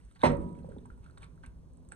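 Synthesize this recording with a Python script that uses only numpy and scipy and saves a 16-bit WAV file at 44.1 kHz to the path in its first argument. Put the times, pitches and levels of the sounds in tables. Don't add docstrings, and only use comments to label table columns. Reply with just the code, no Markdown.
import sys
import numpy as np
from scipy import signal
from scipy.fft import rfft, irfft, next_fast_len
from scipy.io import wavfile
from scipy.ndimage import map_coordinates

SR = 44100
rng = np.random.default_rng(int(sys.argv[2]) if len(sys.argv) > 2 else 0)


def transcribe(signal):
    frames = np.atleast_2d(signal).T
    limited = np.clip(frames, -1, 1)
    pcm = np.round(limited * 32767).astype(np.int16)
    wavfile.write(sys.argv[1], SR, pcm)


def amplitude_ratio(level_db):
    exponent = np.asarray(level_db, float) / 20
    return 10 ** exponent


N = 85995
KNOCK_S = 0.2335

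# frequency in Hz, phase in radians.
PORT_LEAD = [(0, 0), (1050, 2.6), (1500, 1.5), (2000, 2), (2700, 1.2), (4200, 1), (5000, 3.1), (6300, 1.2),
             (7400, 3.14), (14500, 12.8)]


def unit(x):
    return x / np.sqrt(np.mean(x ** 2) + 1e-20)


def along(points, hz):
    f, v = np.transpose(points)
    return np.interp(np.log(hz + 1), np.log(f + 1), v)


def curve(rows):
    return np.interp(np.arange(N) / SR, *np.transpose(rows))


def wobble(rate):
    knots = rng.standard_normal(300)
    position = np.arange(0, N + 64, 64) * rate / SR
    return map_coordinates(knots, position[None]).repeat(64)[:N]


def filtered(x, response):
    m = next_fast_len(N + SR // 2)
    return irfft(rfft(x, m) * response(np.fft.rfftfreq(m, 1 / SR)), m)[..., :N]


def noise(spectrum, size=N):
    colour = filtered(rng.standard_normal(N), lambda hz: amplitude_ratio(along(spectrum, hz)))
    return unit(colour)[:size]


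def add(track, s, sound):
    part = track[round(s * SR):][:len(sound)]
    part += sound[:len(part)]


def ping(t, hz, cycles):
    return np.sin(2 * np.pi * hz * t) * amplitude_ratio(-60 * t * hz / (3 * cycles))


def rumble():
    # time in seconds, level in dB.
    rumble_level = [
        (0, -56.5),
        (.12, -63.5),
        (.2, -58.5),
        (.3, -33.5),
        (.6, -50),
        (.9, -55),
        (1.3, -54),
        (1.55, -55.5),
        (1.95, -53.5),
    ]
    # frequency in Hz, level in dB.
    rumble_colour = [(20, -3), (50, 4), (120, -5), (250, -9.5), (500, -15), (750, -26), (1000, -23),
                     (3000, -63)]
    # frequency in Hz, width in Hz, lift in dB.
    hum = [(56.4, 4.9, 3), (99.4, 9.3, 0), (165, 14, 6.5), (251.3, 12, 3.5)]

    def boost(f):
        return 1 + sum(amplitude_ratio(db) / (1 + ((f - hz) / width) ** 2) for hz, width, db in hum)

    def layer():
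        return unit(filtered(noise(rumble_colour), boost)) * amplitude_ratio(curve(rumble_level) + 0.89 * wobble(14))

    return np.array([layer(), layer()])


def slide():
    # time in seconds, strength of movement in dB.
    movement = [
        (0.0, -70.5),
        (0.178, -75.5),
        (0.346, -67.5),
        (0.532, -72),
        (0.852, -79),
        (1.118, -78),
        (1.558, -86),
        (1.742, -86.5),
        (1.95, -84),
    ]
    # frequency in Hz, level in dB.
    rush_colour = [(300, -10), (550, -6.5), (750, -15), (1500, -7.5), (3000, -18), (6000, -24), (9000, -22),
                   (14000, -51.5)]
    count, length, centre_hz = 500, 200, 2200
    u, spread, t = rng.random((count, 2)), rng.standard_normal((count, 1)), np.arange(length) / SR
    hz = np.clip(centre_hz * np.exp(spread), 500, 12000)
    strength = amplitude_ratio(9 * u[:, 1:] ** 2) * np.sqrt(hz / centre_hz)
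    grains = ping(t, hz, 13) * strength
    at = (u[:, :1] * N).astype(int) + np.arange(length)
    squelch = unit(np.bincount(at.ravel(), grains.ravel(), minlength=N)[:N])
    rush = noise(rush_colour) * amplitude_ratio(3 * wobble(41))
    return amplitude_ratio(curve(movement)) * (amplitude_ratio(-13) * squelch + amplitude_ratio(-4) * rush)


def thuds():
    # start in seconds, peak level in dB, pitch in Hz.
    lumps = [(.046, -47, 56), (.262, -34, 73), (.387, -37, 79), (.454, -42, 100), (.585, -43, 180),
             (.628, -46, 75), (.644, -35, 510), (.646, -42, 850), (.655, -40, 166), (.682, -43, 175),
             (.688, -36, 520), (.711, -40, 420), (.7644, -38, 410), (.765, -44, 820), (.770, -39, 240),
             (.785, -49, 62), (.86, -48, 105), (.918, -43, 56), (1.004, -44, 67), (1.33, -50, 150),
             (1.37, -52, 54), (1.475, -44, 62), (1.56, -43, 68), (1.6, -47, 68), (1.928, -52, 520)]
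    out, t = np.zeros(N), np.arange(SR // 5) / SR
    rise = 1 - np.exp(-t / 0.0019)
    for s, db, hz in lumps:
        add(out, s, amplitude_ratio(db + 2.5) * ping(t, hz, 4.09) * rise)
    return out


def ticks():
    # start in seconds, peak level in dB, pitch
    # in Hz, brightness in dB.
    wet_ticks = [(0.112, -56.5, 1284, -7), (0.151, -50.5, 4330, -5.5), (0.16, -50.5, 2040, -19),
                 (.194, -46, 3900, -29), (0.211, -40.5, 3700, -22), (0.217, -29, 3700, -27),
                 (0.228, -35.5, 1550, -14), (.319, -57, 8600, 11), (0.368, -72.5, 8500, 23),
                 (0.632, -58, 4200, -22), (0.69, -79, 3600, 21.5), (0.72, -47.5, 1480, -15),
                 (.784, -48, 3600, -14), (.855, -42.5, 965, -16), (0.902, -41.5, 1403, -33),
                 (0.976, -52.5, 930, -13.5), (1.042, -57.5, 2550, 3.5), (1.062, -45.5, 1420, -27),
                 (1.098, -49, 1390, -14), (1.174, -66, 1600, -27), (1.18, -46.5, 3730, -6.5),
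                 (1.205, -59, 1400, 0), (1.217, -56, 1490, -8), (1.221, -50, 3620, -2),
                 (1.2299, -40, 2360, -16), (1.232, -57, 1550, -21), (1.238, -54, 4170, -8),
                 (1.243, -43.5, 3580, -7), (1.377, -54.5, 1380, -21), (1.436, -40, 1530, -18),
                 (1.4353, -55, 3200, -17), (1.4403, -43, 1120, -29), (1.4457, -45, 1540, -25),
                 (1.451, -44, 2190, -27), (1.4614, -49, 2650, 4), (1.463, -57, 1500, -16),
                 (1.734, -70.5, 8300, 13), (1.888, -57.5, 9000, 9), (1.92, -35, 1540, -4),
                 (1.92, -44, 2430, -20), (1.921, -57, 3830, -17), (1.9228, -47, 790, -22),
                 (1.9255, -62, 9500, 1), (.552, -53, 2230, -8), (0.588, -56, 2640, -14),
                 (.05, -63.5, 8900, 8), (.112, -54, 3750, -18), (.122, -76.5, 9500, 16),
              (.208, -60, 6240, -16), (.22, -56, 6500, -6), (.35, -73, 8500, 4), (.456, -68, 8840, 4),
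              (.476, -66, 8500, 4), (0.491, -59, 3720, -1), (0.513, -69, 8305, 3), (0.529, -61, 6000, 2),
              (0.592, -75, 8300, 2), (.858, -66, 8550, 11), (1.11, -53.5, 4277, -7), (1.182, -57, 5800, -5),
              (1.224, -63, 8300, 6), (1.357, -72, 8540, 4.5), (1.771, -67, 8400, 8), (1.85, -65, 3970, -2)]
    # frequency in Hz, level in dB.
    snap_colour = [(500, -35), (1000, -13), (1500, 2.5), (4000, -21.5), (7000, -25), (14000, -41.5)]
    # frequency in Hz, level in dB.
    spit_colour = [(3000, -19), (6000, 1), (8500, 6), (11000, -11.5), (14500, -23.5)]
    snap_s, snap_db = 0.006, -22
    spit_s, spit_db = 0.0018, -9
    out, t = np.zeros(N), np.arange(SR // 20) / SR
    snap, spit = noise(snap_colour), noise(spit_colour)
    rise = 1 - np.exp(-t / 0.0007)
    snap_shape, spit_shape = rise * np.exp(-t / snap_s), rise * np.exp(-t / spit_s)
    for s, db, hz, bright_db in wet_ticks:
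        start = round(s * SR)
        at = slice(start, start + len(t))
        n = len(snap[at])
        cycles = 6 * np.cbrt(hz / 1500)
        add(out, s, amplitude_ratio(db) * rise * ping(t, hz, cycles))
        add(out, s, amplitude_ratio(db + snap_db) * snap[at] * snap_shape[:n])
        add(out, s, amplitude_ratio(db + bright_db + spit_db) * spit[at] * spit_shape[:n])
    return out


def scrapes():
    # start in seconds, length in seconds, level in dB.
    strokes = [(0.154, 0.0321, -63.5), (0.197, 0.13, -55.5), (0.686, 0.087, -73), (0.848, 0.019, -71),
               (1.023, 0.1, -69.5), (1.173, 0.013, -58), (1.203, 0.085, -62.5), (1.23, 0.019, -56.5),
               (1.429, 0.031, -63.5), (1.456, 0.027, -66.5), (1.915, 0.02, -58.5), (1.929, 0.016, -70)]
    # frequency in Hz, level in dB.
    scrape_colour = [(400, -27), (800, 2), (1200, 2.5), (2500, -7.5), (4300, -9), (5500, -20.5),
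                     (9000, -25.5), (14000, -44)]
    t, stroke = np.arange(N) / SR, np.zeros(N)
    for s, length, db in strokes:
        progress = np.clip((t - s) / length, 0, 1)
        stroke += amplitude_ratio(db) * np.sin(np.pi * np.sqrt(progress)) ** 2
    crackle = amplitude_ratio(3 * np.clip(wobble(140), -1, 1))
    return stroke * unit(noise(scrape_colour) * crackle)


def contact():
    # frequency in Hz, level in dB.
    blow_colour = [(60, -35), (200, -4.5), (600, -7), (1000, -8.5), (1500, -30), (4000, -33), (9000, -47),
                   (14000, -65)]
    out = np.zeros(N)
    u = np.arange(SR) / SR / 0.023
    force = 3 * u * np.exp(-3 * u) * np.e
    add(out, KNOCK_S, amplitude_ratio(-28) * noise(blow_colour, size=SR) * force)
    return out


def splat():
    # frequency in Hz, level in dB.
    splat_colour = [(150, -14.5), (500, 8), (1100, -3), (2100, -5.5), (4200, -16.5), (8500, -30.5),
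                    (11500, -44.5), (14000, -70)]
    rise_s, hold_s, fall_s = 0.0025, 0.033, 0.014
    out, t = np.zeros(N), np.arange(SR) / SR
    shape = (1 - np.exp(-t / rise_s)) * amplitude_ratio(-np.maximum(t - hold_s, 0) / fall_s * 10)
    level = amplitude_ratio(-30 + 0.83 * wobble(100)[:SR])
    add(out, KNOCK_S, level * noise(splat_colour, size=SR) * shape)
    return out


def ringing():
    # frequency in Hz, level in dB, t60 in seconds, left over right in dB.
    dish = [(524, 3, 0.091, -11), (599, 6, 0.13, 3), (766, 7, 0.058, 1.5), (923.8, -11, 0.39, -8),
            (946, -5.5, 0.28, -5), (1034, 3, 0.097, -2.5), (1162, -5.5, 0.19, 1.5), (1865, -11.5, 0.22, 2),
            (2057, -9, 0.19, 1), (2414, -31.5, 0.14, 1.5), (2670, -30.5, 0.12, 5), (3890, -21.5, .15, -4),
            (4199, -27, 0.21, -1), (983.4, 0.5, 0.12, -7)]
    # frequency in Hz, level in dB, t60 in seconds, left over right in dB, delay in seconds.
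    counter = [(97.8, -8.5, 0.66, 8.5, 0.0023), (153.8, -3.5, 1, 4.5, .022), (213, 17, 0.041, -6, 0.0067),
               (241.8, 0, 0.29, -7.5, 0.022), (349.4, -10.5, 0.41, -10.5, 0.0014),
               (483, -4, 0.52, -4, 0.06), (325.6, 2.5, 0.54, -17.5, 0.14), (561, -12.5, 0.7, -18, 0.066),
               (1260, -20, 0.89, 4.5, 0.1), (178, 1, 0.91, 6.5, 0.13), (242, -15, 0.73, -16, 0.11),
               (970, -12.5, 0.97, -4.5, 0.12), (556, -10, .25, 0.5, 0.045), (1215, -20, .15, 3, .09)]
    rise_s, swell_cycles = 0.0013, 0.6
    damp_s, damp_over_s, damp_db = 0.345, 0.025, -10
    unsteady_db, steady_below_hz = 4, 450
    out, t = np.zeros((2, N)), np.arange(SR) / SR
    damping = damp_db * np.clip((t + KNOCK_S - damp_s) / damp_over_s, 0, 1)
    for hz, db, t60, pan_db, late in [*counter, *[(*mode, 0) for mode in dish]]:
        depth_db = unsteady_db * min(hz / steady_below_hz, 1)
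        waver = depth_db * np.tanh(wobble(26)[:SR] * t / 0.045)
        swell = 1 - np.exp(-np.maximum(t - late, 0) / (rise_s + swell_cycles / hz))
        level = amplitude_ratio(-23 + db + damping - 60 * t / t60 + waver) * swell
        tone = level * np.sin(2 * np.pi * hz * t)
        add(out[0], KNOCK_S, amplitude_ratio(pan_db / 2) * tone)
        add(out[1], KNOCK_S, amplitude_ratio(-pan_db / 2) * tone)
    return out


def kitchen(x):
    # frequency in Hz, t60 in seconds.
    decay = [(60, 1.4), (200, 1.24), (500, 0.64), (720, 0.17), (1000, 0.38), (3000, 0.2), (8000, 0.16),
             (14000, 0.091)]
    hz, t, z = signal.stft(rng.standard_normal((2, SR)), SR, nperseg=256)
    fading = z * amplitude_ratio(-60 * t / along(decay, hz)[:, None])
    tail = signal.istft(fading, SR, nperseg=256)[1]
    delayed = np.pad(x, (150, 0))
    return signal.fftconvolve(delayed[None], tail / np.linalg.norm(tail[0]), axes=1)[:, :N]


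def ports(direct, diffuse):
    # frequency in Hz, correlation from 0 to 1.
    alike = [(50, 0.2), (150, 0.91), (400, 0.53), (1500, 0.13), (5000, 0.65), (12000, 1)]
    # frequency in Hz, right port's gain in dB.
    right_port = [(100, 2), (300, 3), (1000, 5), (5000, -1.5), (7750, 0), (8050, 18), (9500, 5.5),
                  (12000, 4)]

    def share(hz):
        turn = np.arccos(np.clip(along(alike, hz), -1, 1)) / 2
        return np.array([np.cos(turn), np.sin(turn)])

    def colour(hz):
        half = np.exp(0.5j * np.interp(hz, *np.transpose(PORT_LEAD)))
        return np.array([half, amplitude_ratio(along(right_port, hz)) / half])

    mid, side = filtered(diffuse, share)
    return filtered(direct + np.array([mid + side, mid - side]), colour)


def scene():
    low = rumble()
    small = slide() + thuds() + ticks() + scrapes()
    blow, ring = contact() + splat(), ringing()
    knock_sent = amplitude_ratio(-5) * blow + amplitude_ratio(-22) * ring.mean(axis=0)
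    room = kitchen(knock_sent) + amplitude_ratio(-10.5) * kitchen(small)
    return ports(blow + ring + small, room + low)


def roll_off(x):
    return signal.sosfilt(signal.butter(12, 14900, fs=SR, output="sos"), x)


def record(dry):
    # frequency in Hz, level in dB.
    hiss_colour = [(100, 5), (3000, -7.5), (8000, -6), (14000, -17.5)]

    def lead(hz):
        half = 0.5j * np.interp(hz, *np.transpose(PORT_LEAD))
        return np.exp(half * np.array([[1], [-1]]))

    shared = amplitude_ratio(7) * filtered(noise(hiss_colour), lead)
    own = np.array([noise(hiss_colour), noise(hiss_colour)])
    mix = filtered(dry + amplitude_ratio(-87.5) * (shared + own), lambda hz: hz < 14480)
    return roll_off(mix)


dry = scene()
out = record(dry)
transcribe(out)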